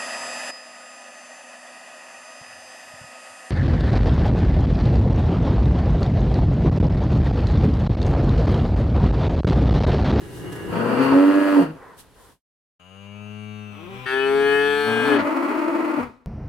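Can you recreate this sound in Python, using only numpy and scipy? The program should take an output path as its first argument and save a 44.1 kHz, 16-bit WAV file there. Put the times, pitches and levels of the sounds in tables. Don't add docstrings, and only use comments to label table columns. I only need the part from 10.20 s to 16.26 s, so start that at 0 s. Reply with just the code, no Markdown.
import sys
import numpy as np
from scipy import signal
from scipy.fft import rfft, irfft
from scipy.io import wavfile
from scipy.ndimage import uniform_filter1d, map_coordinates

SR = 44100
rng = np.random.default_rng(int(sys.argv[2]) if len(sys.argv) > 2 else 0)


def materialize(psi):
    bounded = np.clip(np.atleast_2d(psi).T, -1, 1)
    quanta = np.round(bounded * 32767).astype(np.int16)
    wavfile.write(sys.argv[1], SR, quanta)


N = 267246
TIME = np.arange(N) / SR
SPLIT_HZ, CUTOFF_HZ = 700, 15900

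# start in seconds, end in seconds,
# top pitch in Hz, scoop in Hz, scoop time in seconds, droop in Hz, droop time in seconds.
GROWL_NOTE = (.53, 1.46, 310, 150, .3, 160, .045)
LOCKED_NOTE = (.93, 1.45, 101.5, 10.2, .2, 11, .095)
HUM_NOTE = (2.6, 3.61, 106.8, 19, .23, 7.5, .11)
LIFT_NOTE = (3.67, 3.866, 129, 34, .05, 0, .05)
MOO_NOTE = (3.862, 5.0, 150.3, 20.4, .57, 31, .048)
BELLOW_NOTE = (4.78, 5.795, 308, 70, .19, 60, .014)

# full from in seconds, until in seconds,
# level in dB, swell in dB per second, attack in seconds, release in seconds.
CLIMB_CHEST = (0, .93, -60, 46, .05, .025)
LOCKED_CHEST = (.95, 1.415, -16.5, -1.5, .04, .02)
LOCKED_BRIGHT = (.98, 1.34, -30.5, 5, .07, .035)
SQUEAK_CHEST = (3.72, 3.76, -39.5, 0, .21, .025)
SQUEAK_BRIGHT = (3.6, 3.84, -49.5, 16, .16, .02)
BELLOW_CHEST = (4.92, 5.805, -25.5, 0, .2, .03)
BELLOW_BRIGHT = (4.95, 5.82, -29, -4, .15, .03)

# time in seconds, half length in seconds, level change in dB.
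BUMPS = [(.812, .022, 6), (.98, .03, 5), (1.04, .035, 4), (1.09, .018, 4.5), (1.135, .012, -5),
         (1.175, .025, 3), (1.203, .008, -8), (1.22, .012, 2), (1.24, .01, -6), (1.29, .04, -2),
         (1.385, .03, 7), (5.02, .08, 3), (5.762, .012, -6), (5.785, .01, 8)]

# chest level at the top pitch in dB,
# chest slope in dB per Hz, bright level at the top pitch in dB, bright slope in dB per Hz.
HUM_EFFORT = (-35, 1.3, -47, .45)
LIFT_EFFORT = (-41, .35, -44.5, .4)

# time in seconds, pulse rate in Hz, chest level in dB, bright level in dB.
SLACKEN = [(1.39, 205, -37, -56), (1.42, 180, -21.5, -39.5), (1.46, 145, -33, -44), (1.51, 160, -33, -55),
           (1.57, 150, -51, -75)]
LAST_SLACKEN = [(5.77, 130, -50, -70), (5.79, 150, -40, -55), (5.82, 85, -43, -56), (5.87, 68, -44, -59),
                (5.94, 70, -66, -78)]
GRUMBLE = [(0, 149, -39.5, -52), (0.121, 151, -40, -53.5), (0.269, 168, -33.5, -45),
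           (0.399, 159, -36.5, -42), (.5, 165, -32, -44), (0.559, 176, -33, -49)]
UNDERTONE = [(3.949, 61.8, -66, -70), (4.148, 76.1, -44, -56), (4.401, 92.4, -44, -57),
             (4.64, 111.6, -41.5, -54), (4.679, 114.8, -27.5, -34), (4.801, 118.5, -29, -34),
             (4.918, 133.4, -36, -31.5), (5.031, 94.1, -34, -39), (5.08, 84.6, -50, -65)]
BELLOW_TONE = [(4.82, 285, -45, -65), (4.9, 293, -24, -45), (5.02, 287, -24, -42), (5.08, 295, -25, -44),
               (5.11, 325, -35, -52), (5.15, 338, -28, -48), (5.26, 338, -30, -50), (5.29, 403, -34, -42),
               (5.34, 408, -33, -36), (5.37, 338, -29, -48), (5.65, 338, -28.5, -48), (5.74, 338, -29, -50),
               (5.78, 320, -45, -65)]

# time in seconds, chest level in dB, bright level in dB.
GROWL_LEVELS = [(.495, -42, -47), (.54, -25.5, -32), (.77, -22.5, -30), (.82, -25, -27.5),
                (.94, -26.5, -27.5), (1.0, -31, -33.5), (1.3, -31.5, -33.5), (1.36, -29, -30),
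                (1.42, -27, -30), (1.47, -38, -41), (1.58, -52, -60)]
MOO_LEVELS = [(3.862, -37, -29), (3.884, -37, -26), (3.938, -25, -24), (4.152, -18, -29), (4.342, -19, -22),
              (4.64, -24, -26), (4.846, -25, -25), (4.932, -19, -24), (5.0, -25, -27)]

# frequency in Hz, relative level in dB.
CLIMB_SLOPE = [(45, -27), (75, -13.5), (110, 3), (140, -9.5), (170, 1), (200, -14), (240, 3), (272, 5.5),
               (335, -9), (460, -3), (600, -14), (1050, -8), (1350, -9.5), (1750, -21), (3000, -31),
               (5000, -46), (15000, -64.5)]
LOCKED_SLOPE = [(90, -58), (200, -29), (290, 4), (390, -17), (490, -14), (590, -7), (700, -24), (860, -20),
                (1080, -20), (1290, -14.5), (1550, -22), (1900, -21), (2200, -33), (2800, -29), (3700, -46),
                (4500, -40), (5500, -56.5), (15000, -63.5)]
SLACKEN_SLOPE = [(80, -26), (150, 0), (190, -4), (290, 1.5), (450, -24), (1400, -7), (5000, -46),
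                 (15000, -65)]
GRUMBLE_SLOPE = [(29, -40), (50, 1), (96, 8), (175, -1), (238, -16.5), (306, -3.5), (458, -5.5), (649, -22),
                 (742, -10), (935, -17), (1700, -16), (2400, -22.5), (2800, -27), (5000, -52), (6500, -73),
                 (11000, -120)]
GROWL_SLOPE = [(40, -26), (110, -16), (170, 0.5), (270, 2.5), (480, -0.5), (750, -10), (1300, -8),
               (1900, -18), (2170, -27), (2450, -20.5), (2900, -20.5), (3800, -43), (4500, -27),
               (5500, -47), (15000, -62)]
HUM_SLOPE = [(50, -6), (95, 5), (210, 4.5), (310, -16.5), (530, -13), (740, -25), (1200, -22.5),
             (1600, -30.5), (1950, -35), (2250, -30.5), (2900, -31.5), (3500, -38.5), (5300, -55),
             (11000, -52.5), (15000, -59)]
SQUEAK_SLOPE = [(100, -13), (190, 6), (380, 8), (600, -8), (850, -4), (1250, -5), (1700, -17.5),
                (2450, -6.5), (3500, -12.5), (4300, -34), (10000, -35.5), (15000, -34)]
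MOO_SLOPE = [(125, -27.5), (280, -14.5), (390, -0.5), (445, 0), (560, -31.5), (700, -17.5), (860, -12),
             (1020, -23), (1300, -15.5), (2000, -22.5), (3300, -28.5), (4000, -40.5), (5300, -49.5),
             (9500, -50), (15000, -55)]
UNDERTONE_SLOPE = [(30, -26), (65, -8), (110, -9), (160, -8), (235, 0), (340, -17.5), (600, -11),
                   (1300, -15), (1900, -26), (3000, -29), (5000, -46), (15000, -74)]
BELLOW_SLOPE = [(50, -34.5), (130, -26), (240, 2.5), (330, -1), (460, -5), (800, -10), (1300, -7),
                (1650, -17.5), (2600, -23.5), (3700, -37.5), (4400, -34), (5500, -42.5), (11000, -44.5),
                (15000, -50)]
SNORT_SLOPE = [(180, -34), (300, -10), (442, 6), (630, -6), (1040, 3), (1150, -3.5), (1860, -6),
               (2220, -16), (5000, -48), (6500, -45), (11000, -120)]
HISS_SLOPE = [(2000, -8), (3200, 3), (5000, -1), (7000, -1), (9000, 3), (11500, 1), (15000, -7.5)]
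AIR_SLOPE = [(10, -22), (25, -8), (45, -5.5), (100, -6), (250, -12), (1000, -22.5), (4000, -31),
             (15000, -52)]

# frequency in Hz, width in Hz, lift in dB.
NOSE = [(425, 100, 8.5), (540, 70, -4), (630, 90, 12), (1080, 90, -8), (1200, 110, 7), (2370, 160, 7),
        (2810, 230, 15), (3840, 86, 7), (4570, 180, 12), (6460, 660, 20), (9120, 180, 16)]
NOSTRILS = [(2460, 230, -20), (2840, 190, 19)]
MOUTH = [(1410, 146, 2.75), (1726.5, 131, 16), (2015, 110, -10), (2180, 120, 4), (2565, 110, 10),
         (2790, 110, -13), (3020, 170, 3.5), (3350, 500, 3), (4080, 250, -7), (4420, 500, 12),
         (5130, 160, -8), (5800, 140, 8), (6950, 400, -9), (7880, 290, 6.5), (8300, 150, -8),
         (8950, 500, 11)]
THROAT = [(275, 70, 2), (920, 64.6, 5.5), (1940, 150, 6.5), (2480, 120, 5)]

# time in seconds, factor on resonance frequency (a ratio).
NOSE_GLIDE = [(2.6, 1.025), (3.0, .995), (3.3, 0.975), (3.5, 0.945), (3.85, 0.84)]
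MOUTH_GLIDE = [(3.86, 1.035), (4.05, 0.99), (4.2, .99), (4.45, 0.99), (4.8, 0.962), (5.0, 0.99)]

# time in seconds, half length in seconds,
# frequency in Hz, glide in Hz per second, width in Hz, lift in dB.
GROWL_SHAPES = [(.57, .06, 160, 0, 30, 7), (.58, .06, 3400, 0, 200, 8), (.63, .05, 1510, 0, 80, 8),
                (.64, .05, 470, 0, 50, 6), (.68, .13, 1300, 0, 400, 3), (.84, .06, 450, 0, 110, 7),
                (.85, .06, 2050, 0, 200, 5), (.86, .09, 2650, 0, 500, 4), (.87, .08, 4450, 0, 400, 6),
                (.88, .06, 1140, -800, 110, 6), (.94, .04, 950, 0, 70, 8), (1.37, .04, 930, -5000, 200, 7)]
LOCKED_SHAPES = [(1.03, .07, 950, 0, 70, 8), (1.072, .018, 570, 0, 120, -14), (1.2, .12, 390, 0, 50, 7),
                 (1.2, .1, 1660, 0, 70, 7), (1.2, .12, 1170, 0, 60, 4), (1.27, .06, 585, 0, 70, 4),
                 (1.365, .018, 570, 0, 120, -12), (1.42, .02, 570, 0, 120, -9)]
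HUM_SHAPES = [(2.68, .12, 480, 0, 250, 6), (2.68, .12, 2450, 0, 140, -9), (2.92, .06, 2300, -400, 110, 10),
              (3.0, .1, 2590, 0, 90, 8), (3.0, .13, 935, 0, 70, 6), (3.0, .06, 1240, 0, 70, 4),
              (3.27, .2, 520, 0, 50, -10), (3.27, .11, 2315, 200, 90, 8), (3.33, .11, 3790, -300, 100, 9),
              (3.4, .15, 1780, 0, 80, 7), (3.55, .08, 1260, 200, 110, 7)]
MOO_SHAPES = [(3.87, .05, 900, 0, 500, -8), (3.95, .07, 1190, 0, 100, -6), (4.0, .07, 1400, 0, 160, 4),
              (4.0, .06, 2570, 0, 100, 4), (4.02, .07, 2950, 0, 120, 6), (4.13, .035, 1720, 0, 300, -10),
              (4.14, .06, 3300, 0, 700, -5), (4.27, .05, 2360, 0, 200, 6), (4.35, .11, 1845, 100, 60, 9),
              (4.4, .06, 2140, 200, 80, 6), (4.43, .05, 2320, 0, 160, -9), (4.47, .08, 3180, 300, 400, 7),
              (4.58, .1, 4280, 0, 250, 5), (4.65, .12, 1930, 0, 160, -7), (4.76, .13, 2920, 200, 70, 6),
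              (4.76, .13, 3660, 0, 200, 8), (4.78, .1, 1610, 0, 90, 7), (4.79, .1, 2490, 0, 80, 5)]
BELLOW_SHAPES = [(4.98, .06, 1750, 0, 300, 7), (5.0, .028, 3800, 0, 1400, 16), (5.07, .05, 590, 0, 90, 5),
                 (5.3, .05, 310, 0, 90, -4), (5.31, .03, 600, 0, 200, -7)]

# frequency in Hz, left minus right level in dB.
GROWL_BALANCE = [(60, -5.5), (110, -2), (200, 8), (380, 3), (700, 1.5), (1290, -0.5), (2380, -0.5),
                 (4400, 2), (8120, 0.5), (15000, -2.5)]
LOCKED_BALANCE = [(60, 3.5), (110, 4.0), (200, -2), (380, -4), (700, -3), (1290, 0), (2380, 1.5),
                  (4400, -1.5), (8120, -1), (15000, -1.5)]
HUM_BALANCE = [(60, 10), (110, 9), (200, 11.5), (380, 7), (700, 6.5), (1290, 3.5), (2380, 8), (4400, 5.5),
               (8120, 4), (15000, -2)]
MOO_BALANCE = [(60, -17), (110, -6.5), (200, 6), (380, 6), (700, 1), (1290, 7), (2380, 5), (4400, 8),
               (8120, 5), (15000, -2)]
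BELLOW_BALANCE = [(60, 0.5), (110, 2.7), (200, 8.7), (380, 2.6), (700, 0.51), (1290, 1.5), (2380, 0.87),
                  (4400, 1.5), (8120, 1.0), (15000, 1.5)]

# frequency in Hz, lead of the left side in radians.
LOCKED_LEAD = [(290, 1.0), (500, 0.94), (800, 0.095), (1400, -0.49), (5000, 0)]
HUM_LEAD = [(110, 0.19), (210, -0.21), (420, 0), (1100, 0.6), (3000, 0)]
MOO_LEAD = [(280, 0.24), (430, 0.38), (850, 0.41), (1700, 0.25), (2400, 1), (5000, 0)]

# frequency in Hz, value in dB or radians.
FLAT = [(50, 0), (15000, 0)]

# full from in seconds, until in seconds, level in dB,
# swell in dB per second, attack in seconds, release in seconds.
NOSE_LEAK = [(2.85, 3.08, -64, 4, .25, .08)]
SNORTS = [(1.64, 1.68, -45, -20, .13, .08), (2.0, 2.09, -54.5, -10, .07, .04)]
CALL_HISS = [(0, 1.42, -57, 5.3, .05, .025)]
GUSTS = [(0, 2.1, -46, -5, .05, .1), (3.7, 5.6, -53, -4, .17, .1), (5.84, 5.88, -53, 0, .05, .06)]

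# time in seconds, level in dB, attack in seconds, release in seconds.
RUSTLES = [(.18, -52, .1, .04), (.328, -46.5, .012, .012), (.36, -50, .012, .015), (.84, -48.5, .04, .03),
           (1.8, -48.5, .035, .018), (2.04, -60, .13, .1)]

CLIMB_FROM_HZ, CLIMB_HZ_PER_S, CLIMB_TOP_HZ, CLIMB_HZ_PER_DB = 72, 72, 135, .6
MOUTH_OPENS_S, MOUTH_OPENING_S, CLOSED_BRIGHT_DB, OPEN_BRIGHT_DB = .51, .04, -14, -10
RATTLE_POINTS_PER_S, RATTLE_DB = 70, 2.5
SQUEAK_START_S, SQUEAK_FROM_HZ, SQUEAK_HZ_PER_S, SQUEAK_TOP_HZ = 3.49, 118, 360, 196
SNAP_ABOVE_HZ, SNAP_DB, SNAP_DB_PER_HZ = 5000, 5, .5
MOO_BREAK_S = .035
FLAP_HZ, FLAP_SPREAD, FLAP_DEPTH = 56, .3, .12
BELLOW_BUMP_SHARE = .25
GRASS_DB, AIR_DB = -68, -74
FADE_FROM_S, FADE_S, RESUME_S = 2.11, .075, 2.598


def first_call():
    bump_db = level_bumps()
    slack = folds(in_time(SLACKEN)[0], wobble=.02, jitter_ms=.2, shimmer_db=1.5, air=.25)
    slack = tract(slack, SLACKEN_SLOPE)
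    return climbing_tone(bump_db) + locked_tone(bump_db) + voiced_along(slack, SLACKEN)


def climbing_tone(bump_db):
    pitch = np.minimum(CLIMB_FROM_HZ + CLIMB_HZ_PER_S * TIME, CLIMB_TOP_HZ) + CLIMB_HZ_PER_DB * bump_db
    chest_db = held(*CLIMB_CHEST) + bump_db
    opening_s = [MOUTH_OPENS_S, MOUTH_OPENS_S + MOUTH_OPENING_S]
    mouth_db = np.interp(TIME, opening_s, [CLOSED_BRIGHT_DB, OPEN_BRIGHT_DB])
    climb = folds(pitch, wobble=.007, jitter_ms=.08, shimmer_db=.9, air=.12, limp_db=4)
    climb = tract(climb, CLIMB_SLOPE, balance=GROWL_BALANCE)
    climb = scatter(climb, wet_db=-1, t60=.08, above_hz=800)
    return voiced(climb, chest_db, chest_db + mouth_db)


def locked_tone(bump_db):
    locked = folds(note_pitch(LOCKED_NOTE), wobble=.003, jitter_ms=.035, shimmer_db=.7, air=.1)
    locked = tract(locked, LOCKED_SLOPE, (), LOCKED_BALANCE, LOCKED_LEAD)
    locked = scatter(reshaped(locked, LOCKED_SHAPES), wet_db=0, t60=.08, above_hz=1700)
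    return voiced(locked, held(*LOCKED_CHEST) + bump_db, held(*LOCKED_BRIGHT))


def growl():
    closed = folds(in_time(GRUMBLE)[0], wobble=.15, jitter_ms=.717, shimmer_db=2.0, air=.2, wobble_rate=110)
    closed = scatter(tract(closed, GRUMBLE_SLOPE, NOSTRILS), wet_db=2.5, t60=.079)
    opened = folds(note_pitch(GROWL_NOTE), wobble=.13, jitter_ms=.5, shimmer_db=2.0, air=.45, wobble_rate=120)
    opened = opened * from_db(RATTLE_DB * drift(RATTLE_POINTS_PER_S))
    opened = tract(opened, GROWL_SLOPE, balance=GROWL_BALANCE)
    opened = scatter(opened, wet_db=4.5, t60=.1, above_hz=560)
    return voiced_along(closed, GRUMBLE) + voiced_along(reshaped(opened, GROWL_SHAPES), GROWL_LEVELS)


def hum():
    lifting = TIME > LIFT_NOTE[0]
    pitch = np.where(lifting, note_pitch(LIFT_NOTE), note_pitch(HUM_NOTE))
    levels_db = np.where(lifting, effort(LIFT_NOTE, LIFT_EFFORT), effort(HUM_NOTE, HUM_EFFORT))
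    levels_db = uniform_filter1d(levels_db, size=1024)
    nasal = folds(pitch, wobble=.001, jitter_ms=.007, shimmer_db=.3, air=.045)
    nasal = tract(gliding(nasal, NOSE, NOSE_GLIDE), HUM_SLOPE, (), HUM_BALANCE, HUM_LEAD)
    nasal = scatter(reshaped(nasal, HUM_SHAPES), wet_db=1, t60=.068, above_hz=700)
    pulsing = 1 + .6 * np.cos(2 * np.pi * np.cumsum(pitch) / SR)
    leak = rush(NOSE_LEAK, SNORT_SLOPE, width=.4) * pulsing
    return (voiced(nasal, *levels_db) + leak) * during(HUM_NOTE[0], LIFT_NOTE[1])


def lip_squeak():
    slide = SQUEAK_FROM_HZ + SQUEAK_HZ_PER_S * (TIME - SQUEAK_START_S)
    slide = np.clip(slide, SQUEAK_FROM_HZ, SQUEAK_TOP_HZ)
    lips = folds(slide, wobble=.008, jitter_ms=.06, shimmer_db=1.0, air=.18)
    lips = scatter(tract(lips, SQUEAK_SLOPE, balance=MOO_BALANCE), wet_db=4, t60=.09, above_hz=600)
    return voiced(lips, held(*SQUEAK_CHEST), held(*SQUEAK_BRIGHT))


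def moo():
    pitch = note_pitch(MOO_NOTE)
    clear = folds(pitch, wobble=.001, jitter_ms=.009, shimmer_db=.4, air=.07)
    top = signal.sosfiltfilt(signal.butter(4, SNAP_ABOVE_HZ, "high", fs=SR, output="sos"), clear)
    snap_db = SNAP_DB - SNAP_DB_PER_HZ * (MOO_NOTE[2] - pitch)
    clear = clear + top * (from_db(snap_db) - 1)
    clear = tract(gliding(clear, MOUTH, MOUTH_GLIDE), MOO_SLOPE, (), MOO_BALANCE, MOO_LEAD)
    clear = scatter(reshaped(clear, MOO_SHAPES), wet_db=1, t60=.09, above_hz=3000)
    under = folds(in_time(UNDERTONE)[0], wobble=.012, jitter_ms=.15, shimmer_db=1.2, air=.2)
    under = tract(under, UNDERTONE_SLOPE, balance=BELLOW_BALANCE)
    under = scatter(under, wet_db=-16, t60=.3, above_hz=920)
    breaking = np.clip((MOO_NOTE[1] - TIME) / MOO_BREAK_S, 0, 1)
    return breaking * voiced_along(clear, MOO_LEVELS) + voiced_along(under, UNDERTONE)


def bellow():
    tone = folds(in_time(BELLOW_TONE)[0], wobble=.008, jitter_ms=.06, shimmer_db=.8, air=.1)
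    tone = tract(tone, LOCKED_SLOPE, balance=BELLOW_BALANCE)
    slack = folds(in_time(LAST_SLACKEN)[0], wobble=.02, jitter_ms=.2, shimmer_db=1.5, air=.25)
    slack = tract(slack, GRUMBLE_SLOPE)
    return bellow_rasp() + voiced_along(tone, BELLOW_TONE) + voiced_along(slack, LAST_SLACKEN)


def bellow_rasp():
    bump_db = level_bumps()
    rasp = folds(note_pitch(BELLOW_NOTE), wobble=.07, jitter_ms=.12, shimmer_db=1.0, air=.35, wobble_rate=170)
    flaps = np.cumsum(FLAP_HZ * (1 + FLAP_SPREAD * drift(40))) / SR
    rasp = rasp * (1 + FLAP_DEPTH * np.cos(2 * np.pi * flaps)) * from_db(2.2 * drift(110))
    rasp = tract(rasp, BELLOW_SLOPE, THROAT, BELLOW_BALANCE)
    rasp = scatter(rasp, wet_db=2, t60=.17, above_hz=545)
    bright_db = held(*BELLOW_BRIGHT) + BELLOW_BUMP_SHARE * bump_db
    return voiced(reshaped(rasp, BELLOW_SHAPES), held(*BELLOW_CHEST) + bump_db, bright_db)


def folds(pitch, wobble, jitter_ms, shimmer_db, air, wobble_rate=60, limp_db=0, order=8):
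    cycles = np.cumsum(pitch * (1 + wobble * drift(wobble_rate))) / SR
    at = np.interp(np.arange(1, cycles[-1]), cycles, np.arange(N))
    chance = rng.standard_normal((4096, 2))[:len(at)]
    at = at + chance[:, 0] * jitter_ms * SR / 1000
    strength_db = shimmer_db * np.clip(chance[:, 1], -2, 2) - limp_db * (np.arange(len(at)) % 2)
    taps = at.astype(int)[:, None] + np.arange(-order, order + 1)
    offset = taps - at[:, None]
    shape = np.sinc(offset) * np.sinc(offset / (order + 1)) * from_db(strength_db)[:, None]
    pulses = np.bincount(np.clip(taps, 0, N - 1).ravel(), shape.ravel(), N)
    loop = np.r_[1, np.zeros(SR // 600), -.55]
    pulses = signal.lfilter(loop[::-1], loop, pulses + 1e-18)
    puffs = rng.standard_normal((2, N)) * (1 + np.cos(2 * np.pi * cycles))
    return rms_one(pulses - pulses.mean()) + air * rms_one(puffs)


def note_pitch(note):
    start, end, top_hz, scoop_hz, scoop_s, droop_hz, droop_s = note
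    t = np.clip(TIME, start, end)
    return top_hz - scoop_hz * np.exp((start - t) / scoop_s) - droop_hz * np.exp((t - end) / droop_s)


def level_bumps():
    return sum(db * np.exp(-((TIME - s) / length_s) ** 2) for s, length_s, db in BUMPS)


def effort(note, law):
    chest_db, chest_db_per_hz, bright_db, bright_db_per_hz = law
    flat_hz = note[2] - note_pitch(note)
    return np.array([chest_db - chest_db_per_hz * flat_hz, bright_db - bright_db_per_hz * flat_hz])


def tract(x, slope, resonances=(), balance=FLAT, lead=FLAT, size=8192):
    hz = np.arange(size // 2 + 1) * SR / size
    ears = np.array([[.5], [-.5]])
    margin = size // 32
    peaks_db = sum(lift / (1 + (2 * (hz - f) / width) ** 2) for f, width, lift in resonances)
    db = at_hz(slope, hz) + peaks_db
    cepstrum = irfft(np.log(from_db(db + at_hz(balance, hz) * ears)))
    cepstrum[:, 1:size // 2] *= 2
    cepstrum[:, size // 2 + 1:] = 0
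    response = irfft(np.exp(rfft(cepstrum) + 1j * at_hz(lead, hz) * ears))
    response = np.roll(response, margin, axis=1)
    return signal.oaconvolve(np.atleast_2d(x), response, axes=1)[:, margin:margin + N]


def gliding(x, resonances, glide):
    pace = in_time(glide)[0]
    clock = np.cumsum(pace) - np.sum(pace[:N // 2]) + N // 2

    def read(sound, at):
        return np.array([map_coordinates(side, [at], order=3) for side in sound])

    warped = read(x, np.interp(np.arange(N), clock, np.arange(N)))
    return read(tract(warped, FLAT, resonances), clock)


def reshaped(x, shapes):
    out = x.copy()
    for s, half_s, hz, hz_per_s, width_hz, lift_db in shapes:
        near = np.abs(TIME - s) < 3 * half_s
        t = TIME[near] - s
        turn = np.exp(2j * np.pi * (hz + .5 * hz_per_s * t) * t)
        r = np.exp(-np.pi * width_hz / SR)
        band = 2 * np.real(turn * signal.lfilter([1 - r], [1, -r], out[:, near] / turn))
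        out[:, near] += band * (from_db(lift_db * np.exp(-(t / half_s) ** 2)) - 1)
    return out


def voiced(sound, chest_db, bright_db, even_s=.046):
    low = signal.sosfiltfilt(signal.butter(4, SPLIT_HZ, fs=SR, output="sos"), sound)
    size = int(even_s * SR)
    out = 0
    for band, db in ((low, chest_db), (sound - low, bright_db)):
        power = uniform_filter1d(uniform_filter1d(band.mean(0) ** 2, size), size)
        out = out + band * from_db(db) / np.sqrt(np.abs(power) + 1e-12)
    return out


def voiced_along(sound, rows):
    *_, chest_db, bright_db = in_time(rows)
    return voiced(sound, chest_db, bright_db) * during(rows[0][0], rows[-1][0])


def scatter(x, wet_db, t60, above_hz=100):
    t = TIME[:SR // 2]
    echo = rng.standard_normal((2, len(t))) * from_db(-60 * t / t60) * (t > .003)
    echo /= np.sqrt(np.sum(echo ** 2, axis=1, keepdims=True))
    echo = signal.sosfilt(signal.butter(2, above_hz, "high", fs=SR, output="sos"), echo)
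    return x + from_db(wet_db) * signal.oaconvolve(x, echo, axes=1)[:, :N]


def held(start, end, db, swell_db_per_s, attack_s, release_s):
    early = np.maximum(start - TIME, 0) / attack_s
    late = np.maximum(TIME - end, 0) / release_s
    level = db + swell_db_per_s * (np.clip(TIME, start, end) - start)
    return level - 20 * np.minimum(early ** 2, 10) - 20 * np.log10(1 + late ** 2)


def during(start, end, fade_s=.006):
    return np.clip(1 + np.minimum(TIME - start, end - TIME) / fade_s, 0, 1)


def in_time(rows):
    s, *columns = np.transpose(rows)
    return [np.interp(TIME, s, c) for c in columns]


def at_hz(points, hz):
    f, value = np.transpose(points)
    return np.interp(np.log(hz + 1e-9), np.log(f), value)


def drift(rate):
    knots = rng.standard_normal(int(N / SR * rate) + 4)
    coarse = map_coordinates(knots, [TIME[::16] * rate], order=3, mode="nearest")
    return np.interp(TIME, TIME[::16], rms_one(coarse))


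def from_db(db):
    return 10 ** (np.asarray(db) / 20)


def rms_one(x):
    return x / np.sqrt(np.mean(x ** 2) + 1e-20)


def rush(puffs, slope, width, floor=0):
    side = rng.standard_normal(N) * np.array([[1], [-1]])
    sound = tract(rng.standard_normal(N) + width * side, slope)
    power = floor ** 2 + sum(from_db(held(*puff)) ** 2 for puff in puffs)
    return sound / np.std(sound.mean(0)) * np.sqrt(power)


def pasture():
    brushes = [(s, s, db, 0, attack_s, release_s) for s, db, attack_s, release_s in RUSTLES]
    grass = from_db(GRASS_DB) * (TIME < RESUME_S - FADE_S)
    hiss = rush(CALL_HISS + brushes, HISS_SLOPE, width=.85, floor=grass)
    snorts = rush(SNORTS, SNORT_SLOPE, width=.39)
    return hiss + snorts + rush(GUSTS, AIR_SLOPE, width=.45, floor=from_db(AIR_DB))


def scene():
    fading = from_db(-20 * np.clip((TIME - FADE_FROM_S) / FADE_S, 0, 2) ** 2)
    heard = np.maximum(fading, during(RESUME_S, TIME[-1]))
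    calls = first_call() + growl() + hum() + lip_squeak() + moo() + bellow()
    return heard * (calls + pasture())


def record(dry):
    return signal.sosfilt(signal.ellip(10, .1, 90, CUTOFF_HZ, fs=SR, output="sos"), dry)


dry = scene()
out = record(dry)
materialize(out)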